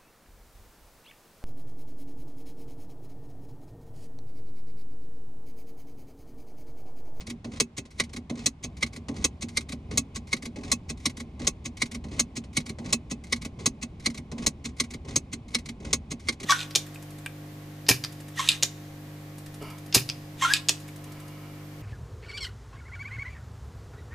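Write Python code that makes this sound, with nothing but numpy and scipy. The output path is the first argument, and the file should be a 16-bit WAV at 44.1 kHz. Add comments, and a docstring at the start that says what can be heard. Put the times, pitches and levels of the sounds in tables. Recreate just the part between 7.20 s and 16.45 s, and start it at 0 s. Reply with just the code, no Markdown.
"""A low rumble, a faint rattle and a button's double knock open the scene; then a seat belt is latched
and released twelve times in a parked car, close to a phone. Each round: the steel tongue touches the
slot, scrapes in and is caught with a snap; a tug tests it; the button fires the spring that throws the
tongue out, then knocks back. The main blows also thump the seat, over the rumble of a shifting body
in the small, padded cabin."""
import sys
import numpy as np
from scipy import signal
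from scipy.fft import rfft, irfft
from scipy.io import wavfile
from scipy.ndimage import uniform_filter1d

SR = 44100
rng = np.random.default_rng(int(sys.argv[2]) if len(sys.argv) > 2 else 0)


def digitize_waveform(pressure):
    """Quantize a signal to 16-bit integers and store it at the path in sys.argv[1].

    Rows of a 2-D input are taken as channels; values are limited to [-1, 1].
    """
    field = np.atleast_2d(pressure).T
    bounded = np.clip(field, -1, 1)
    quanta = np.round(bounded * 32767).astype(np.int16)
    wavfile.write(sys.argv[1], SR, quanta)


N = 407925
BLOCK = 8192  # samples set aside for one blow
T, HZ = np.arange(BLOCK) / SR, np.fft.rfftfreq(BLOCK, 1 / SR)  # its times and frequencies
LATCH, RELEASE, TUG, KNOCK, SCRAPE = range(5)  # the kinds of contact in the buckle

# The button springs back: t/s of the main knock, force/dB
BUTTON_RETURNS = [(0.101, -0.5), (0.9653, -1.5), (1.7635, -5.5), (2.523, 0), (3.2564, -0.5), (4.0023, -1.5),
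                  (4.7476, -0.5), (5.4946, -0.5), (6.2509, 0), (6.9773, -3), (7.7388, -2.5), (8.4904, -1.5),
                  (9.2331, -1)]
# The tongue is pushed home: touch t/s, touch force/dB, scrape level/dB, snap t/s, thump level/dB,
# brightness/(dB per octave)
TONGUE_PUSHES = [(.244, 2.5, -51, .4008, -32.5, -1), (1.0968, 7, -50, 1.2602, -36, -0.5),
                 (1.8837, 6, -49.5, 2.0431, -35, -1.2), (2.708, -5, -46, 2.7748, -33, 1),
                 (3.3586, 1, -47.5, 3.517, -35, .5), (4.194, -1.5, -47, 4.2704, -38.5, -1),
                 (4.84, -2, -49.5, 4.9949, -35, -0.3), (5.585, 0.5, -47, 5.727, -32.5, -0.7),
                 (6.389, -8, -52.5, 6.4591, -32, -0.5), (7.1154, 3.5, -46, 7.264, -34, 0.6),
                 (7.848, -7, -48.5, 7.9591, -35, 0.1), (8.6013, -8.5, -47.5, 8.7303, -37.5, -1.5)]


def amp(db):
    """Turns decibels into a plain multiplier."""
    return 10 ** (np.asarray(db) / 20)


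def unit_power(x):
    """Scales a signal to an average power of one."""
    return x / np.sqrt(np.mean(x ** 2) + 1e-20)


def curve(points, hz, column=0):
    """Joins the points of a table with straight lines, giving each octave equal room."""
    table = np.array(points, float)
    return np.interp(np.log(hz + 1), np.log(table[:, 0] + 1), table[:, column + 1])


def add(mix, s, sound):
    """Mixes in a sound that starts at s seconds."""
    part = mix[max(0, round(s * SR)):][:len(sound)]
    part += sound[:len(part)]


def at_level(x, db, seconds=.05):
    """Gives a blow the energy of a steady sound of this level and length."""
    return x * amp(db) * np.sqrt(seconds * SR / (np.sum(x ** 2) + 1e-20))


def ringing_filter(db):
    """A filter with these gains that rings only after it is struck."""
    log_gain = np.log(amp(np.r_[db, db[-2:0:-1]]))
    return np.exp(signal.hilbert(log_gain).conj())[:len(db)]


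def noise(points):
    """Steady noise whose tone follows a table of f/Hz, level/dB."""
    gain = amp(curve(points, np.fft.rfftfreq(N, 1 / SR)))
    return unit_power(irfft(rfft(rng.standard_normal(N)) * gain, N))


def body_on_seat(upright_db=-50, leaning_db=-43.5, effort_db=7.0, recoil_db=-45, cloth_db=-55):
    """The body rumbles, more as it leans, pushes the tongue or lets the button go; cloth noise follows."""
    rumble_tone = [(22, -55), (30, -18), (48, -3.5), (72, 3), (110, -5), (160, -6), (230, -8.5),
                   (330, -15.5), (600, -28), (1500, -57.5)]  # the body shifting on the seat: f/Hz, level/dB
    cloth_tone = [(60, 1.5), (240, -6.5), (400, -16.5), (700, -10.5), (1100, -14.5), (1600, -33),
                  (2200, -20), (3200, -25), (5000, -34), (9000, -46.5), (13000, -52.5)]  # faint rustle of clothes: f/Hz, level/dB
    t = np.arange(N) / SR
    effort = sum(np.exp(-((t - snap_s + .025) / .056) ** 2) for _, _, _, snap_s, _, _ in TONGUE_PUSHES)
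    recoil = sum(np.exp(-((t - s + .037) / .25) ** 2) for s, _ in BUTTON_RETURNS)
    lean = np.clip((t - 1.45) / .076 + 1, 0, 1)  # the sitter is over the buckle from 1.45 s on
    posture_db = upright_db + (leaning_db - upright_db) * lean
    rumble_db = 20 * np.log10(np.maximum(amp(posture_db), amp(recoil_db) * recoil)) + effort_db * effort
    rumble = noise(rumble_tone) * amp(rumble_db)
    return rumble + noise(cloth_tone) * amp(cloth_db + rumble_db - rumble_db.mean())


def buckle(contact, is_open, ring):
    """The buckle colours each contact and rings at its own pitches; light contacts ring less."""
    # Broad tone of each contact: f/Hz, then level/dB for latch, release, tug, knock, scrape
    tones = [(150, -13, -11, 10.5, -15, -1), (490, -0.5, 0.5, -3.5, -4, 9), (720, -9.5, -10.5, -7, -4, -4),
             (1760, -8.5, -2, 0.5, 2, 2), (2500, -9.5, -8.5, 0, -0.5, -3), (2900, -3.5, -0.5, 3, 2, 0),
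             (5230, 1.5, 1, 3.5, 2, -1), (7700, -2, -8.5, 0.5, -1.5, -7.5), (8570, 1, 2, 3, 0, -6),
             (10190, -6, -6.5, -9, -2.5, -13.5), (13000, -6.5, -13.5, -6, -8, -24),
             (15500, -25, -25.5, -14.5, -23, -26)]
    # Pitches at which the buckle rings: f/Hz, width/Hz, boost when closed/dB, boost when open/dB
    resonances = [(1112, 67, 10, 8.5), (1224, 140, 6, 7.5), (2060, 280, 5.5, 10), (2253, 340, 8.5, 18),
                  (2600, 68, 15, 7.5), (3850, 160, 2, 7), (4176, 160, 6, 9), (4650, 93, 3, -3.5),
                  (4650, 73, -4.5, 9.5), (5590, 150, 3.5, 7.5), (6130, 100, 6.5, 6), (6210, 81, 5, 6),
                  (6487, 240, 13, 8.5), (6960, 180, 7, 5.5), (7216, 120, 4.5, 6), (7980, 170, 9, 5),
                  (9670, 310, 6, -3)]
    boosts = sum((opened if is_open else closed) / (1 + (2 * (HZ - hz) / width) ** 2)
                 for hz, width, closed, opened in resonances)
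    return ringing_filter(curve(tones, HZ, contact) + ring * boosts)


def click(body, db, rise_s, fade_s, echo_db, tail_db, bright=0, echo_s=.0039, cabin_fade_s=.065):
    """Parts chatter, dying by 60 dB in fade_s; roof and glass echo once, and the cabin soon falls quiet."""
    def chatter(t):
        return amp(-60 * np.maximum(t, 0) / fade_s) * np.clip(t / rise_s, 0, 1)
    echo = amp(echo_db) * chatter(T - echo_s)
    tail = amp(tail_db - 60 * T / cabin_fade_s) * np.clip(T / (rise_s + echo_s), 0, 1)
    envelope = np.sqrt(chatter(T) ** 2 + echo ** 2 + tail ** 2)
    hiss, grain = rng.standard_normal((2, BLOCK))
    roughness = amp(unit_power(uniform_filter1d(grain, size=9)))  # a flicker of about 1 dB
    treble_tilt = amp(bright * np.log2(np.clip(HZ, 1500, 9000)))
    return at_level(irfft(rfft(envelope * hiss * roughness) * body * treble_tilt), db)


def tongue_rattles():
    """Now and then the loose tongue shifts in the housing with a faint click."""
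    shifts = [(.005, -50.5), (0.652, -57), (.892, -60.5), (5.2372, -55.5), (7.487, -56.5)]  # small moves of the tongue: t/s, level/dB
    out, slot = np.zeros(N), buckle(SCRAPE, is_open=False, ring=.39)
    for s, db in shifts:
        add(out, s, click(slot, db, rise_s=.0026, fade_s=.073, echo_db=-3, tail_db=-8))
    return out


def scrape(body, seconds, db, grow_db, slips_per_s=70, slip_db=8.5, slip_s=.0046, grain_db=3.0):
    """One part rubs along another and rings the buckle; now and then it sticks and slips with a tick."""
    count = int(np.clip(seconds * SR, 200, BLOCK))
    hiss, grain = rng.standard_normal((2, BLOCK))
    slips = (rng.random(BLOCK) < slips_per_s / SR) * rng.exponential(1, BLOCK)
    fading_slips = signal.lfilter([1], [1, -np.exp(-1 / (SR * slip_s))], slips)
    power = 1 + amp(slip_db) ** 2 * fading_slips
    friction = (hiss * amp(grain_db * grain) * np.sqrt(power))[:count]
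    stroke = amp(np.linspace(0, grow_db, count)) * signal.windows.tukey(count, .15)
    sound = signal.fftconvolve(friction * stroke, irfft(body))
    return sound * amp(db) * np.sqrt(count / np.sum(sound ** 2))


def thump(db, swell_s, fade_s, blow=11.0):
    """A push travels down the buckle's stalk, builds to one blow and shakes the padded seat."""
    resonances = [(234.5, 16.8, 5.5), (267.7, 11, -2.5), (153, 51, -9), (368, 26, -39.5),
                  (382.2, 13, -12.5), (510, 78, -23.5)]  # low pitches of the seat and stalk: f/Hz, width/Hz, level/dB
    seat = sum(amp(gain_db) * 1j * HZ * width / (hz ** 2 - HZ ** 2 + 1j * HZ * width)
               for hz, width, gain_db in resonances)
    padding = 1 / (1 + 1j * HZ / 480) ** 2  # muffles the sound above about 480 Hz
    envelope = np.clip(T / swell_s, 0, 1) * amp(-60 * np.maximum(T - swell_s, 0) / fade_s)
    shudder = rng.standard_normal(BLOCK) * envelope
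    push = rfft(shudder) + blow * np.exp(-2j * np.pi * HZ * swell_s)  # the blow lands at the peak
    return at_level(irfft(push * seat * padding), db)


def button_knocks(rub_db=-53):
    """The button springs back with two knocks and rubs on its way between them."""
    # The two knocks, before the force is added: time ahead/s, click level/dB, thump level/dB
    double_knock = [(.032, -46.5, -43.5), (0.0011, -42.5, -37.5)]
    out, button = np.zeros(N), buckle(KNOCK, is_open=True, ring=.52)
    for s, force_db in BUTTON_RETURNS:
        add(out, s - .04, scrape(button, .044, rub_db + force_db, grow_db=8))
        for lead_s, db, thump_db in double_knock:
            knock = click(button, db + force_db, rise_s=.006, fade_s=.034, echo_db=-7.5, tail_db=-6)
            add(out, s - lead_s - .002, knock)
            add(out, s - lead_s + .003, thump(thump_db + force_db, swell_s=.00897, fade_s=.095))
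    return out


def latching(glide_db=-56.5, snap_db=-24, spring_lead_s=.086):
    """The tongue touches the slot, glides in and scrapes against the spring; the catch snaps shut."""
    out = np.zeros(N)
    steel, slot = buckle(LATCH, is_open=False, ring=1.0), buckle(SCRAPE, is_open=False, ring=.63)
    case_tone = [(200, -15.0), (450, -1.0), (1000, -10.5), (2000, -38)]  # hollow plastic: f/Hz, level/dB
    case = ringing_filter(curve(case_tone, HZ))
    for touch_s, force_db, scrape_db, snap_s, thump_db, bright in TONGUE_PUSHES:
        touch_db, push_db = -51.5 + force_db, -38 + force_db
        slide_s, spring_s = snap_s - touch_s, max(touch_s, snap_s - spring_lead_s)
        add(out, touch_s, click(slot, touch_db, rise_s=.0013, fade_s=.05, echo_db=-2, tail_db=-4))
        add(out, touch_s, click(case, push_db - 13.5, rise_s=.0021, fade_s=.11, echo_db=-1.5, tail_db=-7))
        add(out, touch_s, thump(push_db, swell_s=.014, fade_s=.29))
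        add(out, touch_s, scrape(slot, slide_s, glide_db, grow_db=7.5, slips_per_s=45, slip_db=14))
        add(out, touch_s, scrape(case, slide_s, scrape_db - 7.5, grow_db=-2))  # the case rubs in the hand
        drag = scrape(slot, snap_s - spring_s + .003, scrape_db, grow_db=-9.5, slips_per_s=90, slip_db=11)
        add(out, spring_s, drag)
        add(out, spring_s, thump(scrape_db + 7, swell_s=.02, fade_s=.19))  # the drag shakes the stalk
        snap = click(steel, snap_db, rise_s=.0004, fade_s=.051, echo_db=1.5, tail_db=-3.5, bright=bright)
        add(out, snap_s - .0008, snap)
        add(out, snap_s, thump(thump_db, swell_s=.016, fade_s=.04))
    return out


def tugging(click_db=-39):
    """The belt takes up the slack and pulls the tongue against the catch with a short, soft rattle."""
    pulls = [(0.5785, -39), (1.439, -42.5), (2.2218, -35.5), (2.9583, -40), (3.6966, -38), (4.4552, -38.5),
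             (5.1666, -35.5), (5.911, -35), (6.6258, -36.5), (7.4523, -37.5), (8.1297, -39),
             (8.9135, -37.5)]  # pulls that test the belt: t/s, thump level/dB
    out, steel = np.zeros(N), buckle(TUG, is_open=False, ring=.85)
    for s, thump_db in pulls:
        add(out, s - .013, scrape(steel, .018, click_db - 1.5, grow_db=17.5))
        add(out, s, click(steel, click_db, rise_s=.0024, fade_s=.055, echo_db=0, tail_db=-4))
        add(out, s, thump(thump_db, swell_s=.01038, fade_s=.12))
    return out


def releasing(slide_db=-58.5, eject_db=-27):
    """A thumb slides the button down, the catch grinds free, the spring fires and the tongue rebounds."""
    # Button presses: thumb t/s, thumb level/dB, spring t/s, thump level/dB, brightness/(dB per octave)
    presses = [(.704, -63, .7992, -37.5, -1.7), (1.567, -56, 1.6265, -36.5, -1.5),
               (2.2837, -51.5, 2.371, -39.5, 1.2), (3.07, -58, 3.1292, -35.5, -1.1),
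               (3.772, -61.5, 3.857, -32.5, 1.1), (4.569, -49.5, 4.6187, -36, -.4),
               (5.329, -59, 5.369, -32, 2), (6.037, -53.5, 6.1254, -35, -.8),
               (6.797, -57, 6.8599, -32, 1.3), (7.565, -63, 7.6, -35, 2.5),
               (8.281, -58.5, 8.3471, -35.5, 0.1), (8.995, -59, 9.0864, -37.5, -1)]
    out = np.zeros(N)
    housing, button = buckle(RELEASE, is_open=True, ring=.95), buckle(KNOCK, is_open=True, ring=.52)
    for thumb_s, thumb_db, s, thump_db, bright in presses:
        add(out, thumb_s, click(button, thumb_db, rise_s=.003, fade_s=.05, echo_db=-2, tail_db=-5))
        add(out, thumb_s, scrape(button, s - thumb_s, slide_db, grow_db=6.5, slips_per_s=50, slip_db=12))
        add(out, s - .024, scrape(housing, .026, eject_db - 15.5, grow_db=28))
        eject = click(housing, eject_db, rise_s=.0022, fade_s=.033, echo_db=-.5, tail_db=-8, bright=bright)
        add(out, s - .0012, eject)
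        add(out, s + .002, thump(thump_db, swell_s=.011, fade_s=.099))
        rebound_s = s + .035 + .002 * rng.standard_normal()
        rebound = click(button, eject_db - 22.5, rise_s=.0027, fade_s=.061, echo_db=-3.5, tail_db=-4)
        add(out, rebound_s, rebound)
    return out


def scene(echo_db=-8, echo_fade_s=.04, air_db=-66):
    """Two microphones hear it all slightly out of step, each with its own faint echoes and hiss."""
    phase_leads = [(250, 0), (550, .2), (900, 1.1), (1100, .5), (1350, 2.2), (1750, 2.2), (2000, .6),
                   (2300, .4), (2600, 1.8), (3300, 1.3), (4000, -.3), (5300, .1), (8000, 1.1), (10000, 2),
                   (12400, 3.02)]  # how far the left microphone leads the right: f/Hz, phase/rad
    sound = body_on_seat() + tongue_rattles() + button_knocks() + latching() + tugging() + releasing()
    hz = np.fft.rfftfreq(N, 1 / SR)
    gap = curve(phase_leads, hz)
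    direct = np.exp(.5j * np.array([gap, -gap]))
    bounces = rng.standard_normal((2, BLOCK)) * amp(-60 * T / echo_fade_s) * (T > .0015)
    echoes = rfft(bounces / np.linalg.norm(bounces, axis=1, keepdims=True), N)
    # Long waves reach both sides alike; padding swallows echoes of the shortest: f/Hz, echo share
    share = curve([(60, .03), (250, .2), (600, 1), (4500, 1), (8000, .4), (12000, .1)], hz)
    stereo = irfft(rfft(sound) * (direct + amp(echo_db) * share * echoes), N)
    air = [(100, -13.0), (700, 3.5), (2500, -6.5), (9000, -22.0), (13000, -43.5)]  # f/Hz, level/dB
    return stereo + amp(air_db) * np.array([noise(air), noise(air)])


def record(dry, cutoff_hz=15750):
    """The phone cuts off the very highest treble."""
    lowpass = signal.firwin(511, cutoff_hz, window=("kaiser", 9), fs=SR)
    return signal.oaconvolve(dry, lowpass[None], "same")


dry = scene()
out = record(dry)
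digitize_waveform(out)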